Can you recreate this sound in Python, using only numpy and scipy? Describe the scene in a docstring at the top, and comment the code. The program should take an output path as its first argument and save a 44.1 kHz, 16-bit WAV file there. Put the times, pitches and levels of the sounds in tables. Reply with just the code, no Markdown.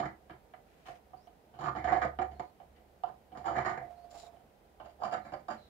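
"""A steel scribe jerks along a plastic template over a plate on a wooden board, close up in a quiet workshop.
Every jerk or tap is a burst of tiny slips, with a snap just after they set in, that rings the modes of board,
plate and scribe. The bench thuds below; grit hisses under finger and template; the template hums as it is
dragged aside. Then the board is turned and the modes change level. Faint high notes and room tone lie behind.
Two microphone ports hear each mode differently; the shop answers with a short reverberation."""
import sys
import numpy as np
from scipy import signal
from scipy.io import wavfile

SR = 44100
rng = np.random.default_rng(int(sys.argv[2]) if len(sys.argv) > 2 else 0)


def unload_wav(signal):
    """Save mono or channel-first audio to the path in sys.argv[1] as 16-bit WAV at rate SR, clipped to [-1, 1]."""
    wavfile.write(
        sys.argv[1],
        SR,
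        np.round(np.clip(np.atleast_2d(signal).T, -1, 1) * 32767).astype(np.int16),
    )


N = 250920  # samples

# jerks and taps of the point: [t/s, relative level/dB, rise/s, bass fade t60/s,
# then against that level: weight/dB, plate/dB, bite/dB, treble/dB]
JERKS = [(0.0,-23.5,0.0046,0.14,-16,-17,-15.5,-25), (0.029,-35.5,0.0073,0.19,-1,1,-12,-27),
         (.058,-38.5,0.0015,0.24,-2,-9,-1.5,-20), (.299,-43,0.0093,0.18,-3,-1,-6,-25),
         (.539,-43.5,0.0038,0.083,-25,-13,-9,-28), (0.859,-46,.015,0.086,-16,-6,-11,-17.5),
         (.886,-39.5,0.0013,0.23,-17,-15,-10,-25), (1.136,-39,.006,.1,-25,-15.5,-44,-48),
         (1.274,-51,.005,.1,-17,-13,-24,-23), (1.541,-48.5,0.007,0.96,-8,-11,-20,-30),
         (1.591,-38.5,0.0055,0.31,-8,-9,-21,-22.5), (1.611,-36.5,0.0035,0.37,-10.5,-5.5,-18,-21),
         (1.633,-34.5,0.011,0.37,-2,0.5,-14,-20.5), (1.661,-28.5,0.008,0.17,-22,-3,-13.5,-25),
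         (1.686,-32,0.0071,0.056,-6.5,5,-26,-25), (1.753,-27,0.013,0.1,-16,-8.5,-15.5,-29.5),
         (1.773,-34.5,0.0022,0.38,-8,-20,-3,-24.5), (1.844,-31.5,0.0039,0.62,-10,-10,-5.5,-23.5),
         (1.877,-25.5,0.0089,0.49,-12.5,-9,-5.5,-34), (1.923,-21,0.0054,0.35,-18.5,-13,-10,-29),
         (1.97,-29.5,0.0041,0.16,-17,-28,-11,-28.5), (2.019,-26.5,0.0075,0.18,-14.5,1.5,-1,-23),
         (2.05,-23.5,0.0025,0.14,-13.5,-23,-13,-32), (2.19,-28,0.0035,0.2,-9.5,-6,-14.5,-32),
         (2.218,-28,0.0065,0.11,-15.5,-12.5,-8.5,-26), (2.316,-46.5,0.0055,0.32,-8,-19,-15,-22.5),
         (2.398,-27.5,0.0048,0.1,-12.5,-16.5,-16,-27.5), (2.603,-43.5,0.0067,0.15,-27,-20.5,-21.5,-35),
         (2.754,-68.5,0.015,.21,7,-11,3,-8), (3.038,-28.5,0.0019,0.13,-28.5,-10.5,-35,-33),
         (3.074,-36,0.016,0.13,-20,-12.5,-26,-33), (3.321,-44,0.0076,.22,-9,-21,-21,-32),
         (3.353,-38,0.0076,0.14,-23,-7.5,-20,-30), (3.375,-40.5,0.0027,0.31,-7.5,-11.5,-12.5,-19.5),
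         (3.445,-27.5,0.022,0.69,-15,-8.5,-16.5,-27), (3.481,-26,0.0084,0.059,-29,0.5,-20,-30),
         (3.548,-27.5,0.021,0.27,-8.5,-8.5,-7,-29), (3.583,-25,0.0052,0.098,-21.5,-13,-8,-25.5),
         (3.602,-36,0.0026,0.35,-9,-3,-3.5,-22.5), (3.651,-28.5,0.011,0.37,-10,-2,-3,-21.5),
         (3.697,-34,0.0034,0.26,-12,-14,-6,-19), (3.777,-32.5,0.0053,0.094,-9,-14,-2,-29),
         (3.813,-38.5,0.0066,0.22,-12.5,-38,-6,-43), (4.366,-61,0.0054,0.12,-12,-22,-11,-19),
         (4.802,-38,0.0037,0.2,-20,-10,-20,-33.5), (4.851,-40.5,0.01,0.16,-20,-15,-16,-23),
         (4.898,-60,.007,.14,-14,-18,1,-8), (4.991,-33,0.036,.3,-19,-16,-28,-33),
         (5.023,-21,0.0086,0.055,-43,-17.5,-50,-46), (5.037,-22,0.0041,0.22,-30,-15.5,-30,-29.5),
         (5.052,-32,0.0059,0.21,-17,-8.5,-10,-22.5), (5.115,-27.5,0.014,.1,-26,-14,-15,-25.5),
         (5.129,-26,0.013,0.12,-16,-7,-7,-23.5), (5.168,-38.5,0.0083,0.24,-10.5,-21,0.5,-35),
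         (5.251,-41,0.0063,0.39,-12,-12.5,-6,-26.5), (5.323,-36,0.0051,0.077,-7.5,-14,-12,-27.5),
         (5.338,-30.5,0.0025,0.14,-13.5,-16.5,-7,-28.5), (5.398,-53,.007,0.14,-3,-15,-1,-19),
         (5.486,-29.5,0.0039,0.12,-21,-10,-22,-28), (5.505,-27.5,0.0076,0.08,-14.5,-7,-12.5,-25.5),
         (5.517,-45,.006,0.27,-1,-4,0,-14)]
# colour of a jerk: [f/Hz, level/dB]; weight acts on the first point, plate on the third,
# bite on the fourth, treble on the last three
JERK_COLOUR = [(250, -2.23), (730, -2.26), (1250, -1), (2000, -8), (3000, -6), (4800, -6.5), (7000, -11)]
# modes of board, plate and scribe: [f/Hz, t60/s, right level/dB, left minus right level/dB,
# left lead/rad, level change once the board is turned/dB]
MODES = [(99.2, 0.41, -12, -4.5, -0.2, 3), (133.2, 0.19, -1, -1, 0.35, -2),
         (211, 0.064, -3.5, -3.5, -0.07, 5), (322, 0.13, -2, -1, 0.5, -1.5),
         (369.1, 0.19, -5, 0, -0.5, -4.5), (502.5, 0.044, -7.5, -4, 1.5, -0.5),
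         (595.4, 0.11, -10.5, -7, 0.97, 9.5), (703, 0.044, 6, -14, -1, -2), (757, 0.027, 6.5, -27, 1.8, -4),
         (803, 0.067, -7, -32.5, -1.5, -16), (864, 0.099, -6, -25.5, 0.8, -0.5),
         (999, 0.033, 0, -11.5, 4.5, -3), (1021, 0.05, -0.5, -15.5, 5.5, -1),
         (1206, 0.032, 2.5, -16.5, -5.1, -1.5), (1360, 0.033, 1, 0, 4.5, 2.5),
         (1398, 0.025, 1.5, 0.5, -2.14, 1), (1523, 0.069, -1, -26, -2, 0),
         (1703, 0.026, 1, -1.5, -0.6, -3.5), (1886, 0.026, 4, -9, 3, -6), (1999, 0.1, -4, 4.5, 2, -8.5),
         (2140, 0.061, 0.5, -5, 1.1, -6.5), (2317, 0.044, 3, -6, -1, -3), (2807, 0.028, -2.5, -3, -3, 7),
         (3018, 0.016, -3.5, 11, 0.64, -2.5), (3840, 0.0049, -3, 6, 6.5, -1),
         (4180, 0.014, 2.5, 2.5, -2, -3), (4660, 0.0077, -2, 8, -4, 3.5), (6000, 0.0055, 0, -5.5, 1, -1.5),
         (7017, 0.019, 8.5, -5, 2.5, 0), (11500, .008, -7.5, -17, 8, 3)]
# sway of the bench under the pressing hand: [t/s, level/dB before the port gains]
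BENCH = [(0.0, -51), (0.24, -72.5), (0.33, -65), (0.41, -73), (1.44, -77), (1.88, -47.5), (2.31, -54),
         (2.6, -77), (2.66, -62), (2.85, -72), (3.33, -70.5), (3.41, -60), (3.63, -54.5), (3.71, -65),
         (4.52, -77), (4.83, -66.5), (5.66, -66), (5.69, -80)]
# room tone, spectrum: [f/Hz, relative level per Hz/dB]
AIR = [(25, -14), (45, 7), (70, -4.5), (200, 0.5), (260, -3.5), (420, -3), (520, 5), (620, -13), (760, 2.5),
       (950, -13), (1400, -13.5), (2500, -19.5), (4000, -24), (6500, -28.5), (10000, -29), (16000, -27)]
# room tone, balance of the ports: [f/Hz, left minus right level/dB]
AIR_BALANCE = [(60, -2), (300, -1), (540, -5), (730, -11), (1000, -2), (3300, 1), (4500, 5), (6000, -1),
               (15000, -1)]
# room tone, likeness of the ports: [f/Hz, correlation from -1 to 1]
AIR_LIKENESS = [(40, .95), (100, .75), (700, .6), (1000, -.2), (2000, .1), (8000, 0)]
# grit, one list under the sliding finger, one under the sliding template: [t/s, level/dB]
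GRIT = [
    [(0.62, -95), (0.65, -98), (0.674, -76), (0.844, -75.5), (0.866, -61.5), (0.974, -72), (0.99, -83)],
    [(4.09, -91), (4.114, -61), (4.122, -70.5), (4.186, -59.5), (4.284, -73), (4.3, -86)],
]
# treble resonances of the grit under the finger: [f/Hz, width/Hz, relative level/dB]
FINGER_PEAKS = [(2440, 1300, -12.5), (4500, 4800, -17)]
# treble resonances of the grit under the template: [f/Hz, width/Hz, relative level/dB]
TEMPLATE_PEAKS = [(5060, 1800, 17.5), (7110, 91, 15), (5800, 2000, 5), (4100, 720, -11), (9500, 3500, -32)]
# faint high notes, perhaps birds outside: [t/s, length/s, first f/Hz, last f/Hz, level/dB]
CHIRPS = [(1.152, 0.13, 4300, 5850, -78), (2.337, 0.18, 4250, 4260, -79.5), (3.951, .12, 4200, 4600, -79),
          (4.158, .13, 4130, 3810, -67), (5.205, 0.12, 4080, 3970, -75), (5.567, 0.13, 4150, 3850, -70)]
# the dragged template sticks and lets go, and the board hums: [t/s, peak level/dB before the port gains]
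JUDDERS = [(3.813, -49), (3.839, -53.5), (3.894, -46), (3.966, -51), (4.033, -49.5), (4.108, -52),
           (4.14, -47.5), (4.221, -51.5), (4.257, -57), (4.322, -59), (4.349, -79), (4.389, -69),
           (4.452, -83)]

SLIPS_PER_S, SLIP_SPREAD_DB = 4000, 1.5
CHATTER_HZ, CHATTER_DB = 94, 0.5  # pace and depth of the clumps of slips
JERK_DB, STRIKE_SPREAD_DB = -5, 1.5  # common gain; chance spread for each jerk and mode
TREBLE_FADE_HZ = 8550  # at this pitch a jerk fades twice as fast as in the bass
SNAP_DB, SNAP_LOSS_DB_PER_S = 27, 596  # the slower a jerk rises, the weaker its snap
CONTACT_S = 0.00025  # a blunt contact: the snap reaches the high modes less
TAP_PAUSE_S = 0.1  # a jerk after so long a pause is a tap: the point lands afresh
TAP_SNAP_DB, TAP_CLICK_DB, TAP_RING_DB = 1, 11, -8  # a tap snaps and clicks more, rings the scribe less
APART_HZ = 2480  # above this pitch the ports hear mostly unlike slips
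TURNED_S = 4.5
SHOP_T60_S, WALL_CUT_HZ, SHOP_LOW_HZ, SHOP_DB = 0.19, 9300, 350, -8
BENCH_HZ, BENCH_WIDTH_HZ = 71, 6
AIR_DB = -63
CHIRP_EDGE_S = 0.017  # soft ends
JUDDER_RISE_S, JUDDER_T60_S = 0.016, 0.3
DRAG_HZ, DRAG_SAG_HZ_PER_S = 705, 25  # pitch at the first judder, and its fall
DRAG_WIDTH_HZ = 90
DRAG_CLEAR_UNTIL_S, DRAG_BREAK_UP_S = 4.08, 0.06  # the hum is clear at first, then breaks up into noise
RUMBLE_CUT_HZ, CUTOFF_HZ = 42.4, 15900


def from_db(db):
    """Decibels to amplitude gain."""
    return 10 ** (np.asarray(db) / 20)


def rms_one(x):
    """Scales a signal to rms 1."""
    return x / np.sqrt(np.mean(x ** 2) + 1e-20)


def in_time(rows):
    """Columns of a curve at every sample, after a gate that fades out just beyond its ends."""
    s, *columns = np.transpose(rows)
    t = np.arange(N) / SR
    gate = np.clip(np.minimum(t - s[0], s[-1] - t) / 0.008 + 1, 0, 1)
    return [gate] + [np.interp(t, s, column) for column in columns]


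def at_hz(points, hz):
    """Reads a spectrum on a log frequency axis."""
    f, level = np.array(points).T
    return np.interp(np.log(hz), np.log(f), level)


def ring(force, hz, t60, lead=0.0):
    """One damped mode as a two-pole resonator, started at a given phase; steady unit noise gives rms 1."""
    r = from_db(-60 / (t60 * SR))
    w = 2 * np.pi * hz / SR
    start = np.array([np.sin(lead), r * np.sin(w - lead)])
    b = np.sqrt(2 * (1 - r * r)) * start
    return signal.lfilter(b, [1, -2 * r * np.cos(w), r * r], force + 1e-18)


def slips(per_s, spread_db):
    """Stick-slip friction: random tiny slips of uneven size that come in clumps; rms 1."""
    size_db = spread_db * np.minimum(rng.exponential(1, N), 5)
    sizes = from_db(size_db) * rng.choice([-1, 1], N)
    r = np.exp(-2 * np.pi * CHATTER_HZ / SR)
    clumps = rms_one(signal.lfilter([1], [1, -2 * r, r * r], rng.standard_normal(N)))
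    happens = rng.random(N) < per_s / SR
    return rms_one(sizes * happens * from_db(CHATTER_DB * clumps))


def wavering(hz, width_hz, steady=0.0):
    """A tone that follows a pitch track, blurred by slow noise around a steady part; rms 1."""
    r = np.exp(-np.pi * width_hz / SR)
    slow = rms_one(signal.lfilter([1], [1, -r], rng.standard_normal((2, N))))
    phase = 2 * np.pi * np.cumsum(hz + np.zeros(N)) / SR
    return rms_one((steady + slow[0]) * np.cos(phase) + slow[1] * np.sin(phase))


def scratching():
    """Each jerk is a snap amid slips; it drives every mode of board, plate and scribe at its own strength."""
    s, level_db, rise, fade, weight, plate, bite, treble = np.transpose(JERKS)[:, :, None]
    rise = np.maximum(rise, 0.001)
    tap = np.diff(s, axis=0, prepend=0) > TAP_PAUSE_S
    t = np.arange(N) / SR
    ms = np.arange(0, N / SR + 0.002, 0.001)  # a coarse clock in s, for the envelopes
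    age = ms - s + 0.0033  # the slips set in just before the catch
    decay = from_db(-120 * np.clip(age - rise, 0, 1) / np.maximum(fade, 0.01))
    power = np.clip(age / rise, 0, 1) ** 2 * decay
    luck = rng.normal(0, STRIKE_SPREAD_DB, (len(JERKS), len(MODES)))
    train = slips(SLIPS_PER_S, SLIP_SPREAD_DB)
    other = slips(SLIPS_PER_S, SLIP_SPREAD_DB)
    snap_at = (np.maximum(s[:, 0] - 0.002, 0) * SR).astype(int)
    colour_axis = np.log(np.array(JERK_COLOUR)[:, 0])
    out = np.zeros((2, N))
    for k, (hz, t60, right_db, left_db, lead, turned_db) in enumerate(MODES):
        # how much each colour point counts at this pitch
        share = [np.interp(np.log(hz), colour_axis, row) for row in np.eye(7)]
        colour_db = at_hz(JERK_COLOUR, hz) + share[0] * weight + share[2] * plate
        colour_db = colour_db + share[3] * bite + sum(share[4:]) * treble
        colour_db += tap * (share[4] * TAP_CLICK_DB + share[6] * TAP_RING_DB)
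        mode_db = right_db + turned_db * (s > TURNED_S)
        strength = from_db(JERK_DB + level_db + colour_db + mode_db + luck[:, [k]])

        # higher up the left port hears other parts of the plate, stirred by slips of their own
        alike = 1 / np.hypot(1, hz / APART_HZ)
        trains = np.array([alike * train + np.sqrt(1 - alike ** 2) * other, train])
        mode_power = power ** (1 + hz / TREBLE_FADE_HZ)
        envelope = np.sqrt((strength ** 2 * mode_power).sum(axis=0))
        force = trains * np.interp(t, ms, envelope)
        snap_db = SNAP_DB + tap * TAP_SNAP_DB - SNAP_LOSS_DB_PER_S * rise
        snap = (strength * from_db(snap_db))[:, 0]
        force[:, snap_at] += snap / np.hypot(1, hz * CONTACT_S)

        # the plate passes little of a mode far above its pitch
        soften = signal.butter(2, min(2.2 * hz, 18000), fs=SR, output="sos")
        left, right = signal.sosfilt(soften, force + 1e-18)
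        sense = (-1) ** k  # neighbouring modes move in opposite senses
        out[0] += sense * from_db(left_db) * ring(left, hz, t60, lead)
        out[1] += sense * ring(right, hz, t60)
    return out


def shop(x):
    """Reverberation of the shop: ten feedback delays a side, duller on every round."""
    out = np.zeros((2, N))
    dull = np.exp(-2 * np.pi * WALL_CUT_HZ / SR)
    lags = (np.geomspace(0.0231, 0.0603, 20) * SR).astype(int)
    for k, lag in enumerate(lags):
        loop = x[k % 2].copy()
        gain = from_db(-60 * lag / SR / SHOP_T60_S)
        state = [0.0]
        for i in range(lag, N, lag):  # one block per round trip
            back, state = signal.lfilter([gain * (1 - dull)], [1, -dull], loop[i - lag:i], zi=state)
            loop[i:i + lag] += back[:N - i]
        echoes = loop - x[k % 2]
        out[k % 2] += echoes * (-1) ** (k // 2)
    return out


def bench():
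    """The bench sways in one low wavering mode, the same at both ports but for a small level offset."""
    _, level_db = in_time(BENCH)
    port_gain = from_db([[-1], [0.8]])
    return from_db(level_db) * wavering(BENCH_HZ, BENCH_WIDTH_HZ, steady=2.5) * port_gain


def air():
    """Room tone: third-octave bands of stereo noise, each with its own level, balance and likeness."""
    out = 0
    edges = 25 * 2 ** np.arange(0, 9.6, 1 / 3)
    white = rng.standard_normal((2, 2, N))  # neighbouring bands get unrelated noise
    for k, (low, high) in enumerate(zip(edges, edges[1:])):
        band = signal.butter(2, [low, high], "band", fs=SR, output="sos")
        mid, side = signal.sosfilt(band, white[k % 2])
        hz = np.sqrt(low * high)
        alike = np.clip(at_hz(AIR_LIKENESS, hz), -1, 1)
        balance_db = at_hz(AIR_BALANCE, hz) * np.array([[0.5], [-0.5]])
        gain = from_db(at_hz(AIR, hz) + balance_db)
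        out = out + gain * (np.sqrt(1 + alike) * mid + np.sqrt(1 - alike) * side * [[1], [-1]])
    return from_db(AIR_DB) * rms_one(out)


def grit():
    """Dense grains crushed under a slide ring broad treble resonances, with separate grains at each port."""
    out = np.zeros((2, N))
    for slide, peaks in zip(GRIT, (FINGER_PEAKS, TEMPLATE_PEAKS)):
        gate, level_db = in_time(slide)
        for port in range(2):
            grains = slips(per_s=2800, spread_db=4.0)
            hiss = np.zeros(N)
            for hz, width_hz, peak_db in peaks:
                t60 = np.log(1000) / np.pi / width_hz
                hiss += from_db(peak_db) * ring(grains, hz, t60)
            # sqrt(2): the table gives the level of the two ports' mean
            out[port] += gate * from_db(level_db) * np.sqrt(2) * rms_one(hiss)
    return out


def chirps():
    """Faint blurred high notes, each a straight glide with soft ends, blurred separately at each port."""
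    out = np.zeros((2, N))
    t = np.arange(N) / SR
    for s, length, first_hz, last_hz, level_db in CHIRPS:
        gate = np.clip(np.minimum(t - s, s + length - t) / CHIRP_EDGE_S, 0, 1)
        hz = np.interp(t, [s, s + length], [first_hz, last_hz])
        notes = np.array([wavering(hz, width_hz=170) for port in out])
        out += gate * from_db(level_db) * notes
    return out


def drag():
    """Stick-slip of the template: a narrow hum near the board's main mode swells at each judder."""
    t = np.arange(N) / SR
    swell = np.zeros(N)
    for s, peak_db in JUDDERS:
        rise = np.clip((t - s) / JUDDER_RISE_S, 0, 1)
        fall_db = -60 * np.clip(t - s - JUDDER_RISE_S, 0, 2) / JUDDER_T60_S
        swell += from_db(peak_db + fall_db) * rise
    hz = DRAG_HZ - DRAG_SAG_HZ_PER_S * (t - JUDDERS[0][0])
    steady = np.interp(t, [DRAG_CLEAR_UNTIL_S, DRAG_CLEAR_UNTIL_S + DRAG_BREAK_UP_S], [3.5, 1.2])
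    # clear or broken up, the level stays
    hum = rms_one(wavering(hz, DRAG_WIDTH_HZ, steady) / np.hypot(steady, np.sqrt(2)))
    port_gain = from_db([[-13], [1.5]])  # mostly at the right port
    return swell * hum * port_gain


def scene():
    """Close sources, the scratching with a little room, over the room tone."""
    close = scratching()
    # the bass comes through the bench and stirs the room little
    no_bass = signal.butter(2, SHOP_LOW_HZ, "high", fs=SR, output="sos")
    airborne = signal.sosfilt(no_bass, close)
    room = from_db(SHOP_DB) * shop(airborne)
    return close + room + bench() + air() + grit() + chirps() + drag()


def record(dry):
    """At the microphone ports rumble is filtered off and the top is cut steeply."""
    no_rumble = signal.butter(4, RUMBLE_CUT_HZ, "high", fs=SR, output="sos")
    no_top = signal.cheby2(20, 40, CUTOFF_HZ, fs=SR, output="sos")
    return signal.sosfilt(no_top, signal.sosfilt(no_rumble, dry))


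dry = scene()
out = record(dry)
unload_wav(out)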